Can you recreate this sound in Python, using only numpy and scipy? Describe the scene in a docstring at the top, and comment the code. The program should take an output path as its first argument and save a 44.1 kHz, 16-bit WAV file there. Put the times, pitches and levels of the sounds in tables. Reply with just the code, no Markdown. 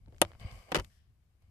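"""Pliers on a car door cable

Inside a small, dead car cabin, stereo microphone close to the door. Pliers work a thin steel cable
off a lever: the jaws slip with a sharp snap, something rubs along the panel, then the cable end comes
free and rattles on plastic. Snap and rattle ring the panel; the hand adds faint ticks and a low rumble."""
import sys
import numpy as np
from scipy import signal
from scipy.fft import rfft, irfft
from scipy.io import wavfile
from scipy.ndimage import uniform_filter1d

SR = 44100
rng = np.random.default_rng(int(sys.argv[2]) if len(sys.argv) > 2 else 0)


def materialize(psi):
    """Save the field psi as 16-bit PCM at rate SR to the path in sys.argv[1].

    A 1-D psi becomes a single channel; in a 2-D psi each row is a channel.
    """
    bounded = np.clip(np.atleast_2d(psi).T, -1, 1)
    quanta = np.round(bounded * 32767).astype(np.int16)
    wavfile.write(sys.argv[1], SR, quanta)


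N = 66150

# balance of the two microphone ports (frequency [Hz], left minus right [dB])
MIC_BALANCE = [(100, 2), (350, 2.5), (600, -2), (1200, 0.5), (1900, 1.5), (2600, 7), (4500, 7),
               (9000, 11.5), (12500, 5.5), (15000, 5)]
# spectra of the steady and sliding noises (frequency [Hz], relative level [dB])
HUSH_COLOUR = [(100, 10), (300, 4.5), (700, -0.5), (2000, -3.5), (6000, -10.5), (10000, -11),
               (14000, -12.5), (16000, -24)]
RUMBLE_COLOUR = [(20, -11.5), (42, -1.5), (70, 0), (100, -0.5), (135, -10), (200, -16.5), (300, -31),
                 (600, -48), (2000, -75)]
RUB_BODY_COLOUR = [(150, -4), (300, -5.5), (480, -1), (680, 1), (900, -6), (1130, 1.5), (1380, -10.5),
                   (1570, -5), (1850, -9), (2200, 2), (2650, -5.5), (3050, -3.5), (3600, -12.5),
                   (4800, -9.5), (6200, -25), (16000, -50)]
RUB_TREBLE_COLOUR = [(1500, -25), (4000, -6), (5200, 0), (7000, -3), (8200, -1), (10500, -5), (13000, -5.5),
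                     (16000, -28)]
QUIVER_COLOUR = [(300, -17), (1200, -14), (1800, 3.5), (2300, -9), (3100, -1), (4200, -9), (5400, -5.5),
                 (7000, -26), (16000, -41)]
# spectra of the contacts (frequency [Hz], relative level [dB])
BUMP_COLOUR = [(80, 0), (250, -1.5), (600, 0.5), (1200, -14), (3000, -24), (16000, -48.5)]
TICK_COLOUR = [(150, -12), (700, -2), (1500, 0.5), (3200, -1), (6000, -13), (11000, -25.5), (16000, -46)]
RATTLE_COLOUR = [(40, -37), (90, -14.5), (155, -1.5), (220, -5.5), (350, 4.5), (680, -5.5), (830, 1.5),
                 (1100, -3.5), (1300, -1), (1750, -3), (3000, -3), (3900, -9), (4900, -9), (7000, -16.5),
                 (9700, -17.5), (13700, -24.5), (15500, -52)]
SNAP_COLOUR = [(40, -44.5), (90, -22), (165, -12), (240, -17), (330, -1), (440, -5.5), (580, 3.5),
               (900, -1), (1500, -5.5), (1900, -2), (2400, -6.5), (3000, -1), (5000, -10), (7500, -10),
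               (9600, -5), (11500, -12.5), (13700, -14), (15500, -38)]
# handling rumble (time [s], relative level [dB])
RUMBLE_LEVELS = [(0.0, -56), (0.09, -51.5), (0.116, -64), (0.142, -52), (0.196, -54.5), (0.22, -46),
                 (0.254, -45.5), (0.316, -58.5), (0.466, -43), (0.488, -56), (0.518, -46), (0.604, -52.5),
                 (0.622, -65), (0.692, -66), (0.714, -56.5), (0.792, -37.5), (0.86, -55), (0.93, -64),
                 (1.076, -63.5), (1.102, -57.5), (1.132, -65.5), (1.42, -66.5), (1.454, -61), (1.5, -62.5)]
# hand and pliers nudging the door (time [s], frequency [Hz], level before filtering [dB], t60 [s])
THUDS = [(0.232, 67.87, -50.5, 0.18), (0.412, 107, -38.5, 0.033), (0.447, 93.3, -31, 0.077),
         (0.783, 80.5, -33, 0.12)]
# rubbing along the panel (time [s], relative body level [dB], treble level [dB])
RUB_LEVELS = [(0, -86.5, -97), (0.18, -77.5, -78.5), (0.28, -66, -74), (0.36, -72.5, -81),
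              (0.393, -73, -76.5), (0.402, -58.5, -66), (0.418, -54.5, -71), (0.44, -57.5, -74),
              (0.48, -54, -75), (0.53, -59, -67), (0.59, -59, -68.5), (0.655, -66, -73.5),
              (0.71, -61.5, -75), (0.82, -68, -70), (0.88, -76.5, -76), (0.97, -91, -79), (1.06, -93, -102),
              (1.38, -94, -100), (1.44, -82, -94), (1.5, -84, -91)]
# door resonances under the rubbing (frequency [Hz], width [Hz], relative level [dB])
RUB_RESONANCES = [(530, 47, -2), (700, 97, -1), (1130, 110, -2), (1600, 60, -8), (2202, 150, -1.5),
                  (3000, 90, -5.5), (4780, 150, -9), (8100, 250, -18)]
# panel and lever modes (frequency [Hz], relative level [dB], t60 [s], left minus right [dB], right lag [ms])
PANEL_MODES = [(176, -20.5, 0.2, 3, 0.0027), (313, -10, .08, 2, 0), (343.5, -8, 0.066, 4.5, 0.17),
               (536.2, -3, 0.039, -5, 0.0036), (586.2, -1, 0.048, -2, 0), (753, -9.5, .07, -2, 0),
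               (926, -4.5, .04, 3, .05), (1230.3, -6, 0.045, 0, 0.2), (1565, -11, .04, 0, 0.28),
               (1940, -2, 0.022, -7, .1), (2988, -5.5, 0.033, 8, .1)]
# steel jaw modes (frequency [Hz], relative level [dB], t60 [s])
JAW_MODES = [(2830, -6, .02), (3580, -7.5, 0.039), (7470, -8.5, .028), (9840, -3.5, 0.031), (9300, 0, .022),
             (13000, -9, .018)]
# fingertip bumps, and jaws ticking on the cable (time [s], relative level [dB], brightness [dB/octave])
FINGER_BUMPS = [(0.074, -4, -3), (0.124, 0, 0), (1.421, -17, 8)]
JAW_TICKS = [(0.061, -21, 0.5), (0.083, -23.5, 2.5), (0.124, -27, 2), (0.146, -17.5, 0.5), (0.164, -29, 5),
             (0.183, -17.5, 3.5), (0.2498, 3.5, 0.5), (0.307, -13, -12), (0.3175, -8.5, -1.5),
             (0.334, -13, -8), (0.351, -10, -3), (0.356, -14.5, -5), (0.398, -11.5, 2), (0.514, -7, 2)]
# cable end striking the lever, and jaws snapping and rebounding
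# (time [s], relative level [dB], brightness [dB/octave], relative panel ring [dB])
CABLE_STRIKES = [(0.7184, -6, 0, -4), (0.7226, -5.5, -2.5, -8.5), (0.7457, -2, -1.5, -31),
                 (0.7470, 1.5, 0.76, 0), (0.7550, 1, -0.24, 2), (0.7575, -4, -0.5, -4.5),
                 (0.7605, -11, 1.5, -3), (0.7655, -5.5, 1, -14.5), (0.7700, -10.5, -4, -9.5),
                 (0.7745, -10, -0.5, -9.5), (0.7842, -18.5, -0.2, -9), (0.7885, -13, -1.3, -9),
                 (0.7935, -20.5, -2, -19), (0.7975, -12.5, 1.2, -17.5), (0.8035, -18, -1.5, -15),
                 (0.8462, -35.5, 5.5, -43)]
JAW_SNAPS = [(0.2159, 0, 0.5, -3), (0.2165, -0.5, 0, -9), (0.2195, -9, 0.5, -3), (0.2213, -7, -1.5, -0.5)]

TIME = np.arange(N) / SR
BIN_HZ = np.maximum(np.arange(N // 2 + 1) * SR / N, 1)


def undb(db):
    """Decibels to gain."""
    return 10 ** (np.asarray(db) / 20)


def sides(db):
    """Left and right gains for a level difference."""
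    gains = undb(np.array([[db], [-db]]) / 2)
    return gains / np.sqrt(np.mean(gains ** 2))


def spectrum_db(points):
    """Read (frequency [Hz], level [dB]) points at every bin, on a log-frequency axis."""
    hz, db = np.array(points, float).T
    return np.interp(np.log(BIN_HZ), np.log(hz), db)


def envelope(rows, column=1):
    """Gain over time from one dB column of a table."""
    points = np.array(rows, float)
    return undb(np.interp(TIME, points[:, 0], points[:, column]))


def fade(age, t60):
    """Exponential decay, 60 dB down after t60 seconds."""
    return np.exp(-np.minimum(np.log(1000) * age / max(t60, 1e-3), 40))


def ring(start, hz, t60):
    """One struck mode."""
    age = np.maximum(TIME - start, 0)
    return np.sin(2 * np.pi * hz * age) * fade(age, t60)


def hiss(bass_width=0.3):
    """White noise at the two microphone ports: alike in the bass, unrelated in the treble."""
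    mid, side = rfft(rng.standard_normal((2, N)))
    width = np.clip(bass_width + (BIN_HZ / 1046) ** 2 / 2, 0, 1)
    return irfft((mid + np.array([[1], [-1]]) * width * side) / np.hypot(1, width), N)


def tint(sound, colour):
    """Causal filter of unit power with the given colour and the microphone's balance."""
    pan = undb(np.array([[1], [-1]]) * spectrum_db(MIC_BALANCE) / 2)
    gain = pan / np.hypot(*pan) * undb(spectrum_db(colour))
    cepstrum = irfft(np.log(gain / np.sqrt(np.mean(gain ** 2))), N)
    cepstrum[:, 1:N // 2] *= 2  # minimum phase keeps attacks sharp
    cepstrum[:, N // 2 + 1:] = 0
    impulse = irfft(np.exp(rfft(cepstrum)), N)[:, :N // 8]
    return signal.fftconvolve(sound, impulse, axes=1)[:, :N]


def noise(colour, bass_width=0.3):
    """Coloured stereo noise of rms about 1."""
    return tint(hiss(bass_width), colour)


def contacts(hits, colour, db, t60, shorten, cabin_db, cabin_t60):
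    """Dense, damped ringing of each hit with a short cabin tail; t60s hold at 1 kHz and shorten upward."""
    source = rfft(hiss())
    ringing = np.zeros((2, N))
    age = TIME[:N // 4]
    bin_octave = np.clip(np.log2(BIN_HZ / 1000), -3, 4)
    for octave in range(-3, 5):
        scale = 2 ** (-shorten * octave)
        decay = fade(age, t60 * scale) ** 2 + (undb(cabin_db) * fade(age, cabin_t60 * scale)) ** 2
        power = np.zeros(2 * N)
        for start, hit_db, tilt_db, *_ in hits:
            onset = int(start * SR)
            power[onset:onset + len(age)] += decay * undb(hit_db + tilt_db * octave) ** 2
        band = irfft(source * np.maximum(1 - abs(bin_octave - octave), 0), N)
        ringing += np.sqrt(power[:N]) * band
    return undb(db) * tint(ringing, colour)


def cabin_hush():
    """Room tone of the cabin, far below everything else."""
    return undb(-81) * noise(HUSH_COLOUR)


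def handling():
    """Low rumble, soft thuds and fingertip bumps of the hand working near the microphone."""
    thuds = sum(undb(db) * ring(start, hz, t60) for start, hz, db, t60 in THUDS)
    thuds = signal.sosfilt(signal.butter(2, (36, 270), "band", fs=SR, output="sos"), thuds)
    rumble = undb(-1.5) * envelope(RUMBLE_LEVELS) * noise(RUMBLE_COLOUR, bass_width=0.27)
    bumps = contacts(FINGER_BUMPS, BUMP_COLOUR, db=-58, t60=0.12, shorten=0.5,
                     cabin_db=-20, cabin_t60=0.34)
    return rumble + thuds + bumps


def rubbing():
    """Soft sliding friction, broken into tiny grains, rings narrow resonances of the door."""
    grain_db, grain_samples = 1.5, int(0.0014 * SR)
    roughness = np.sqrt(grain_samples) * uniform_filter1d(rng.standard_normal(N), grain_samples)
    hz = np.geomspace(50, 16000, num=600)
    peak_power = sum(undb(db) ** 2 / (1 + ((hz - centre) / width) ** 2) ** 2
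                     for centre, width, db in RUB_RESONANCES)
    peak_colour = np.column_stack([hz, 10 * np.log10(peak_power)])
    body = undb(-3.5) * noise(RUB_BODY_COLOUR) + undb(-2) * noise(peak_colour)
    treble = envelope(RUB_LEVELS, column=2) * noise(RUB_TREBLE_COLOUR)
    return undb(grain_db * roughness) * (envelope(RUB_LEVELS) * body + treble)


def door_panel(hits, db):
    """Every blow rings the same hollow panel modes, which radiate little bass."""
    blows = np.zeros(N)
    for start, _, _, ring_db in hits:
        blows[int(start * SR)] += undb(ring_db + db)
    body = np.zeros((2, N))
    for hz, mode_db, t60, pan_db, lag_ms in PANEL_MODES:
        mode = np.array([ring(0, hz, t60), ring(lag_ms / 1000, hz, t60)])
        body += undb(mode_db) * sides(pan_db) * mode
    body = signal.sosfilt(signal.butter(2, 248, "high", fs=SR, output="sos"), body)
    return signal.fftconvolve(body, blows[None], axes=1)[:, :N]


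def cable():
    """The cable drags briefly on the lever, lets go, chatters against it and is left quivering."""
    drag_start_s, drag_peak_s, quiver_span_s = 0.6825, 0.6856, (0.9, 1.13)
    strain = np.interp(TIME, [drag_start_s, drag_peak_s], [0, 1])
    release = fade(np.maximum(TIME - drag_peak_s, 0), t60=0.15)
    drag = undb(-51.5) * strain * release * noise([(150, -20), (600, 0), (1200, -16), (6000, -45)])
    quiver = undb(-73.6) * np.interp(TIME, quiver_span_s, [1, 0], left=0) * noise(QUIVER_COLOUR)
    rattle = contacts(CABLE_STRIKES, RATTLE_COLOUR, db=-20.5, t60=0.022, shorten=0.2725,
                      cabin_db=-14, cabin_t60=0.0659)
    return drag + quiver + rattle + door_panel(CABLE_STRIKES, db=-29.5)


def pliers():
    """The jaws tick as they grip, and slip with a crack, a brief steel ring and a knock in the panel."""
    crack = contacts(JAW_SNAPS, SNAP_COLOUR, db=-14, t60=0.0277, shorten=0.3958,
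                     cabin_db=-23.5, cabin_t60=0.1231)
    slip_s = JAW_SNAPS[0][0]
    steel = sum(undb(db) * ring(slip_s, hz, t60) for hz, db, t60 in JAW_MODES)
    steel = undb(-19.5) * sides(11) * steel  # left of the microphone
    ticks = contacts(JAW_TICKS, TICK_COLOUR, db=-40, t60=0.0064, shorten=0.07,
                     cabin_db=-22.5, cabin_t60=0.02)
    return crack + steel + door_panel(JAW_SNAPS, db=-23) + ticks


def scene():
    """Close work on the door over the hush of the cabin."""
    return pliers() + cable() + rubbing() + handling() + cabin_hush()


def record(dry):
    """The recorder cuts the top steeply above 15 kHz."""
    return signal.sosfilt(signal.ellip(8, 0.2, 80, 15000, fs=SR, output="sos"), dry)


dry = scene()
out = record(dry)
materialize(out)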